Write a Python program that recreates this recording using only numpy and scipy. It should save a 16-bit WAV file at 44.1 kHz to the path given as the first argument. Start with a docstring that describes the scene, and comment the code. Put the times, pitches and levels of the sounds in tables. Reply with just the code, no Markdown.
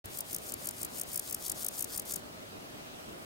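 """A meadow: a grasshopper rubs the pegs of its hind legs over the wing veins, close to a small stereo camera.
Each stroke swells as a rasp of peg clicks, coloured by the wing, and most end in a few quick, brighter jerks;
after the last stroke it falls silent. The near leg leans on the left microphone, a second leg sounds weaker.
Behind it, shaped noise gives distant rumble, soft hiss and a stir of grass; thin pulsed tones are the
faint whine of the camera."""
import sys
import numpy as np
from scipy import signal
from scipy.fft import rfft, irfft
from scipy.io import wavfile
from scipy.ndimage import uniform_filter1d

SR = 44100
rng = np.random.default_rng(int(sys.argv[2]) if len(sys.argv) > 2 else 0)


def rack_gain(trim_db):
    """Turn a fader trim in dB into the linear factor to multiply a signal by."""
    fader = np.asarray(trim_db, float)
    return 10 ** (fader / 20)


def wav_record(signal):
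    """Record a signal, one row per channel, as 16-bit PCM in the file named by sys.argv[1]."""
    frames = np.transpose(np.atleast_2d(signal))
    bounded = np.clip(frames, -1, 1)
    # unit amplitude maps onto the largest positive 16-bit level
    quanta = np.round(bounded * 32767).astype(np.int16)
    wavfile.write(sys.argv[1], SR, quanta)


N = 143325


def evened(x):
    """Scales to unit rms."""
    return x / np.sqrt(np.mean(x ** 2) + 1e-20)


def read(points, hz):
    """Reads a (frequency, value) table between its points, on a logarithmic frequency axis."""
    f, value = np.transpose(points)
    return np.interp(np.log(hz + 1), np.log(f + 1), value)


def drift(width_s):
    """Smooth random wander of unit rms: noise averaged twice over the given width."""
    width = max(round(width_s * SR), 1)
    return evened(uniform_filter1d(uniform_filter1d(rng.standard_normal(N), width), width))


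def click(*colours):
    """Causal minimum-phase impulse of the summed colours: energy comes as early as the spectrum allows."""
    hz = np.abs(np.fft.fftfreq(1024, 1 / SR))
    gain = rack_gain(sum(read(colour, hz) for colour in colours))
    phase = -signal.hilbert(np.log(gain)).imag
    return np.fft.ifft(gain * np.exp(1j * phase)).real[:512]


# Likeness of the left and right microphones in the open air: (f/Hz, correlation)
LIKENESS = [(60, 0.66), (110, 0.68), (200, 0.4), (380, -0.015), (700, -0.34), (1290, -0.72), (2380, -0.59),
            (4400, -0.38), (8120, -0.11), (15000, 0.056)]
# Colour of the meadow air, left plus right, relative density: (f/Hz, level/dB per Hz)
AIR = [(12, -32), (20, -41), (60, -2.5), (98, -3), (182, -2), (337, -2), (542, -7.5), (607, -3), (923, -13),
       (1260, -13), (1660, -17), (3070, -17.5), (4810, -19.5), (9000, -24), (12500, -25), (15000, -25.5),
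       (16000, -20.5)]
# Local lifts, low rumble swells and a stir of grass: (centre t/s, spread t/s, centre f/Hz, spread f/Hz, level/dB)
LIFTS = [(.07, 0.038, 89.5, 40, 6), (.55, 0.18, 85, 35, 3), (1.97, 0.039, 95.5, 40, 6.5),
         (2.9, .13, 3080, 880, 2.5)]
AIR_DB = -50  # rms of the mean of left and right
PATCH_DB, FLICKER_DB, SWELL_DB = 1.11, 0.68, 0.23  # rms of the level changes


def meadow():
    """Distant rumble and hiss: random short-time spectra with faint patches, flicker and swell."""
    frames, hz = N // 256 + 5, np.fft.rfftfreq(1024, 1 / SR)
    a, b, c, d, patches = rng.standard_normal((frames, 513, 5)).T
    patches = evened(uniform_filter1d(uniform_filter1d(patches, 10, 0), 10, 1))
    flicker, swell = rng.standard_normal((frames, 2)).T
    swell = evened(uniform_filter1d(swell, 30))

    # a stronger side part makes left and right less alike
    same = np.clip(read(LIKENESS, hz), -.95, .95)[:, None]
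    mid = a + 1j * b
    side = (c + 1j * d) * np.sqrt((1 - same) / (1 + same))

    level_db = PATCH_DB * patches + FLICKER_DB * flicker + SWELL_DB * swell
    t = np.arange(frames) * 256 / SR
    for centre_s, spread_s, centre_hz, spread_hz, lift_db in LIFTS:
        in_time = ((t - centre_s) / spread_s) ** 2
        in_pitch = ((hz[:, None] - centre_hz) / spread_hz) ** 2
        level_db += lift_db * np.exp(-in_time - in_pitch)
    spectra = np.array([mid + side, mid - side]) * rack_gain(read(AIR, hz)[:, None] + level_db)
    air = signal.istft(spectra, nperseg=1024, noverlap=768)[1][:, :N]
    return rack_gain(AIR_DB) * air / np.sqrt(np.mean(air.mean(0) ** 2))


# Whine of the camera electronics, two chords in turn in every picture frame:
# (f/Hz, rms level/dB while on and before wavering, start/frames, length/frames)
WHINE = [(6550, -74, .53, .32), (8505, -68.5, .53, .32), (10460, -73.5, .53, .32), (12410, -76, .53, .32),
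         (7790, -75, .01, .37), (9625, -74, .01, .37), (11445, -74, .01, .37)]
FRAMES_PER_S = 30 / 1.001
WAVER_DB = 3.  # rms wavering of each tone's level


def whine():
    """Thin sines, alike in both microphones, switched on and off with the picture frames."""
    t = np.arange(N) / SR
    total = np.zeros(N)
    for hz, db, start, length in WHINE:
        tone = np.sqrt(2) * np.sin(2 * np.pi * (hz * t + rng.random()))
        switched_on = 1. * ((t * FRAMES_PER_S - start) % 1 < length)
        gate = uniform_filter1d(switched_on, size=66)  # softens the switching
        total += rack_gain(db + WAVER_DB * drift(.07)) * tone * gate
    return total


# Smooth part of each leg stroke, pressure before the mix gains:
# (start t/s, end t/s, level at start/dB, level at end/dB)
STROKES = [(0.077, 0.165, -64, -44), (0.239, .316, -62, -44), (0.393, .497, -61, -43.5),
           (0.558, 0.654, -61, -44.5), (0.721, 0.814, -60.5, -42.5), (0.88, .98, -63.5, -41.5),
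           (1.057, 1.135, -57, -42.5), (1.208, 1.295, -55, -43), (1.372, 1.469, -58.5, -39),
           (1.541, 1.628, -53, -40), (1.702, 1.786, -57, -40), (1.868, 1.952, -57.5, -39.5),
           (2.048, 2.114, -52.5, -39.5), (2.169, 2.197, -55.5, -56.5)]
# Jerks of the legs: (centre t/s, peak level/dB before the mix gains, half-level width/s before widening)
JERKS = [(0.0581, -40, 0.0038), (0.1582, -42, 0.0035), (0.1619, -42.5, 0.003), (0.174, -35, 0.0053),
         (0.1892, -34.5, 0.0063), (0.2081, -33.5, 0.0037), (0.3195, -41, 0.0045), (0.325, -43, 0.0027),
         (0.3316, -35.5, 0.0045), (0.3478, -32, 0.0049), (0.3643, -32, 0.0034), (0.3853, -38, 0.0031),
         (0.4815, -42, 0.0059), (0.5222, -33.5, 0.003), (0.5405, -33.5, 0.0035), (0.6472, -40, 0.0075),
         (0.6578, -37.5, 0.0062), (0.673, -34, 0.0059), (0.69, -31.5, 0.0036), (0.711, -37, 0.0032),
         (0.7939, -43.5, 0.006), (0.818, -37.5, 0.0082), (0.832, -31.5, 0.0039), (0.85, -31, 0.0043),
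         (0.866, -45.5, 0.0027), (0.9831, -38, 0.0065), (0.9893, -39.5, 0.0045), (0.9987, -33.5, 0.0043),
         (1.015, -31.5, 0.0049), (1.0352, -37, 0.0023), (1.1344, -39, 0.0088), (1.1416, -40, 0.0028),
         (1.146, -36.0, 0.0047), (1.1604, -32, 0.0058), (1.1772, -31.5, 0.0047), (1.1964, -30.5, 0.0043),
         (1.2997, -37.5, 0.0075), (1.311, -35, 0.0042), (1.3276, -32.5, 0.0055), (1.347, -30.5, 0.004),
         (1.3666, -45.5, 0.0053), (1.4824, -33, 0.0055), (1.4987, -29, 0.0051), (1.5194, -31, 0.0053),
         (1.6328, -36, 0.0043), (1.648, -31.5, 0.0048), (1.6656, -30, 0.0037), (1.6862, -30.5, 0.0049),
         (1.7698, -41.5, 0.0067), (1.7934, -35, 0.0073), (1.8086, -32.5, 0.006), (1.8261, -30.5, 0.0046),
         (1.8451, -32, 0.0039), (1.9629, -35.5, 0.0063), (1.9785, -32.5, 0.0056), (1.998, -31, 0.0039),
         (2.0208, -44, 0.0044), (2.1231, -33.5, 0.0055), (2.1405, -33.5, 0.0076), (2.1613, -32, 0.0053)]
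SWELL_BEND, EDGE_S, FADE_S = 0.74, 0.0034, .06  # curve of the swell, its fade-in, t60 of its end
UNEVEN_DB, STUTTER_DB = 0.05, 2.3  # rms pressure wobble: all along a stroke, and growing towards its end
THROB_DB, THROB_S, THROB_LEAD_S = 3., .014, .004  # depth, period, last crest before the stroke's end
PAUSE_DB, PAUSE_WIDTH = -9, 1.9  # the rasp halts around a jerk: depth, width in jerk widths
SLOWING = .3  # share by which pegs come faster at the start of a jerk and slower at its end
PACE_PER_DB = .045  # a stronger jerk is also a faster one: share of the peg rate per dB above -32 dB
DRAG_DB, DRAG_S = -11.5, .022  # the leg drags on after a jerk: level and t60


def leg_motion(edge, widen):
    """Pressure of the smooth strokes and of the jerks, as gains, and the pace inside a jerk."""
    t, smooth, jerks = np.arange(N) / SR, np.zeros(N), np.zeros(N)
    pace = np.ones(N)
    wobble = drift(0.00099)
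    for start, end, first_db, last_db in STROKES:
        u = np.clip((t - start) / (end - start), 0, 1)  # progress through the stroke
        level_db = first_db + (last_db - first_db) * u ** SWELL_BEND
        level_db -= 60 * np.clip(t - end, 0, 1) / FADE_S
        since_crest = np.clip(t - end + THROB_LEAD_S, -1, THROB_S / 4)
        level_db += THROB_DB * u ** 2 * np.cos(2 * np.pi * since_crest / THROB_S)
        level_db += (UNEVEN_DB + STUTTER_DB * u ** 3) * wobble
        smooth += np.clip((t - start) / EDGE_S, 0, 1) * rack_gain(level_db)
    for centre, db, width in JERKS:
        u = 2 * (t - centre) / (widen * width)  # -1 and 1 at half level
        jerks += rack_gain(db) * np.exp(-np.log(2) * np.abs(u) ** edge)
        pace *= 1 + (PACE_PER_DB * (db + 32) - SLOWING * u) * (np.abs(u) < 1)
        halt = np.exp(-np.abs(2 * (t - centre) / (PAUSE_WIDTH * width)) ** 4)
        smooth *= rack_gain(PAUSE_DB * halt)
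    keep = rack_gain(-120 / DRAG_S / SR)  # decay of power per sample
    drag = rack_gain(2 * DRAG_DB) * signal.lfilter([1 - keep], [1, -keep], jerks ** 2)
    return np.sqrt(smooth ** 2 + drag), jerks, pace


# Colour of a peg click on the wing: (f/Hz, level/dB)
WING = [(2500, -29.5), (3500, -14.5), (4500, -8), (5500, -2.5), (7000, -2.5), (8500, -2), (10500, -2.5),
        (12900, 0.5), (13500, 2), (14200, -3.5), (14800, -2), (16000, -2.5)]
# Jerks are brighter, added to the wing colour: (f/Hz, level/dB)
JERK_COLOUR = [(2500, -16), (4500, -7.5), (6000, -1.5), (8000, 1.34), (13000, 2), (16000, 0)]
SLOW_PEGS_HZ, FAST_PEGS_HZ = 1080, 1950  # peg rate in the rasp and in a jerk, before pace and unevenness
WANDER, JITTER = .14, .15  # slow and quick unevenness of the peg rate, rms of its logarithm
PEG_DB = 2.  # peg strength varies from minus half of this to all of it
RING_S, RING_DB, RASP_RING_DB = .0012, -10, -3  # after-ring of the wing: t60, level in jerks and in the rasp
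COLOUR_DB = 1.3  # each patch of pegs rings a little differently, rms


def leg(smooth, jerks, pace, ticks=0):
    """One click for each peg that passes the vein: faster in a jerk, each followed by a short ring."""
    fast = jerks ** 2 / (jerks ** 2 + smooth ** 2 + 1e-9)
    rate = SLOW_PEGS_HZ + (FAST_PEGS_HZ - SLOW_PEGS_HZ) * fast
    speed = pace * np.exp(WANDER * drift(.008) + JITTER * drift(.0004))
    passed = np.floor(np.cumsum(rate * speed) / SR)
    pegs = np.diff(passed, prepend=0) * rack_gain(PEG_DB * rng.uniform(-0.5, 1, N))
    pressure = np.sqrt(SR / rate * (smooth ** 2 + jerks ** 2))  # sparser pegs are each stronger
    drive = pegs * pressure + ticks

    # the dense after-ring is noise that follows the fading power of the clicks
    fade = rack_gain(-60 * np.arange(256) / SR / RING_S)
    ring_power = signal.oaconvolve(drive ** 2, fade ** 2 / np.sum(fade ** 2))[:N].clip(0)
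    ring = np.sqrt(ring_power) * rng.standard_normal(N)
    ring_gain = rack_gain(RASP_RING_DB + (RING_DB - RASP_RING_DB) * fast)
    drive = (drive + ring_gain * ring) / np.sqrt(1 + ring_gain ** 2)

    wing = click(WING)
    drive = drive / np.linalg.norm(wing)
    rasp = signal.oaconvolve(drive * (1 - fast), wing)
    bright = signal.oaconvolve(drive * fast, click(WING, JERK_COLOUR))
    spectra = signal.stft((rasp + bright)[:N], nperseg=128)[2]
    patches = rng.standard_normal(spectra.T.shape).T
    patches = uniform_filter1d(uniform_filter1d(patches, size=5, axis=0), size=16, axis=1)
    return signal.istft(spectra * rack_gain(COLOUR_DB * evened(patches)), nperseg=128)[1][:N]


# Single pegs that snap over the vein while the leg nearly halts: (t/s, drive level/dB)
TICKS = [(.3381, -25), (.3395, -25), (.3504, -26), (.488, -27), (.4901, -28), (.4919, -27), (.4948, -28),
         (.4994, -28), (.506, -25), (.5103, -24), (.5142, -26), (.6778, -25), (1.1504, -27), (1.6258, -27),
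         (1.6276, -28), (1.6298, -25), (1.4604, -25), (1.4857, -22), (1.1638, -19), (2.1272, -21),
         (2.165, -24)]
# The body shades the second leg: (f/Hz, level/dB)
FAR_COLOUR = [(3000, 12.5), (5500, -1.5), (9000, 1), (16000, -7.5)]
# Shading of the near leg at the right microphone, before the reflection: (f/Hz, level/dB)
SHADE = [(3000, -22), (4800, 0.5), (5800, -14), (6700, -9.5), (7600, -8.5), (9200, -3.5), (11200, -9),
         (13000, -10), (14000, -7.5), (14600, -3), (15100, -14), (16000, -7)]
# Phase of the near leg at the right microphone, before the reflection: (f/Hz, phase/rad)
TURN = [(3000, 15.5), (4800, 5.6), (6700, 5.3), (9200, 5.25), (11500, 5), (12700, 3.2), (14000, 1.2),
        (16000, 0.45)]
ECHO_S, ECHO_DB = 0.000424, -7.5  # reflection off the camera body into the right microphone
NEAR_EDGE, JERK_EDGE = 8, 2.4  # squareness of a jerk: the near leg starts and stops abruptly, the far leg softly
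NEAR_WIDTH, FAR_WIDTH = 1.05, 1.3  # length of each leg's jerk in table widths
FAR_RASP_DB = 7  # the far leg presses harder in the rasp than in the jerks
FAR_LEG_DB = -11.5  # second leg at both microphones


def grasshopper():
    """Near leg heard directly on the left, shaded and with a reflection on the right; far leg weaker."""
    ticks = np.zeros(N)
    for t, db in TICKS:
        ticks[round(t * SR)] = rack_gain(db)
    near = leg(*leg_motion(NEAR_EDGE, NEAR_WIDTH), ticks)
    smooth, jerks, pace = leg_motion(JERK_EDGE, FAR_WIDTH)
    far = leg(rack_gain(FAR_RASP_DB) * smooth, jerks, pace)

    hz = np.fft.rfftfreq(N, 1 / SR)
    far = rack_gain(FAR_LEG_DB) * irfft(rfft(far) * rack_gain(read(FAR_COLOUR, hz)), N)
    reflection = 1 + rack_gain(ECHO_DB) * np.exp(-2j * np.pi * hz * ECHO_S)
    right_path = rack_gain(read(SHADE, hz)) * np.exp(1j * read(TURN, hz)) * reflection
    left = near + far
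    right = irfft(rfft(near) * right_path, N) + far
    return rack_gain(3.0) * np.array([left, right])


def scene():
    """Meadow air, camera whine and the grasshopper close by, at the two microphones."""
    return meadow() + whine() + grasshopper()


def top_cut(x):
    """Nothing passes above the cut-off."""
    return signal.sosfilt(signal.butter(12, 16960, fs=SR, output="sos"), x)


START_S, OPENING_S, EDGE_HZ = .041, 0.0032, 15850  # the microphone opens, length of its fade-in, band limit


def record(dry):
    """The microphone opens after a moment, and a steep low-pass limits its band."""
    opened = dry * np.clip((np.arange(N) / SR - START_S) / OPENING_S, 0, 1)
    edge = signal.firwin(511, EDGE_HZ, window=("kaiser", 9), fs=SR)[None]
    mix = signal.oaconvolve(opened, edge, "same")
    return top_cut(mix)


dry = scene()
out = record(dry)
wav_record(out)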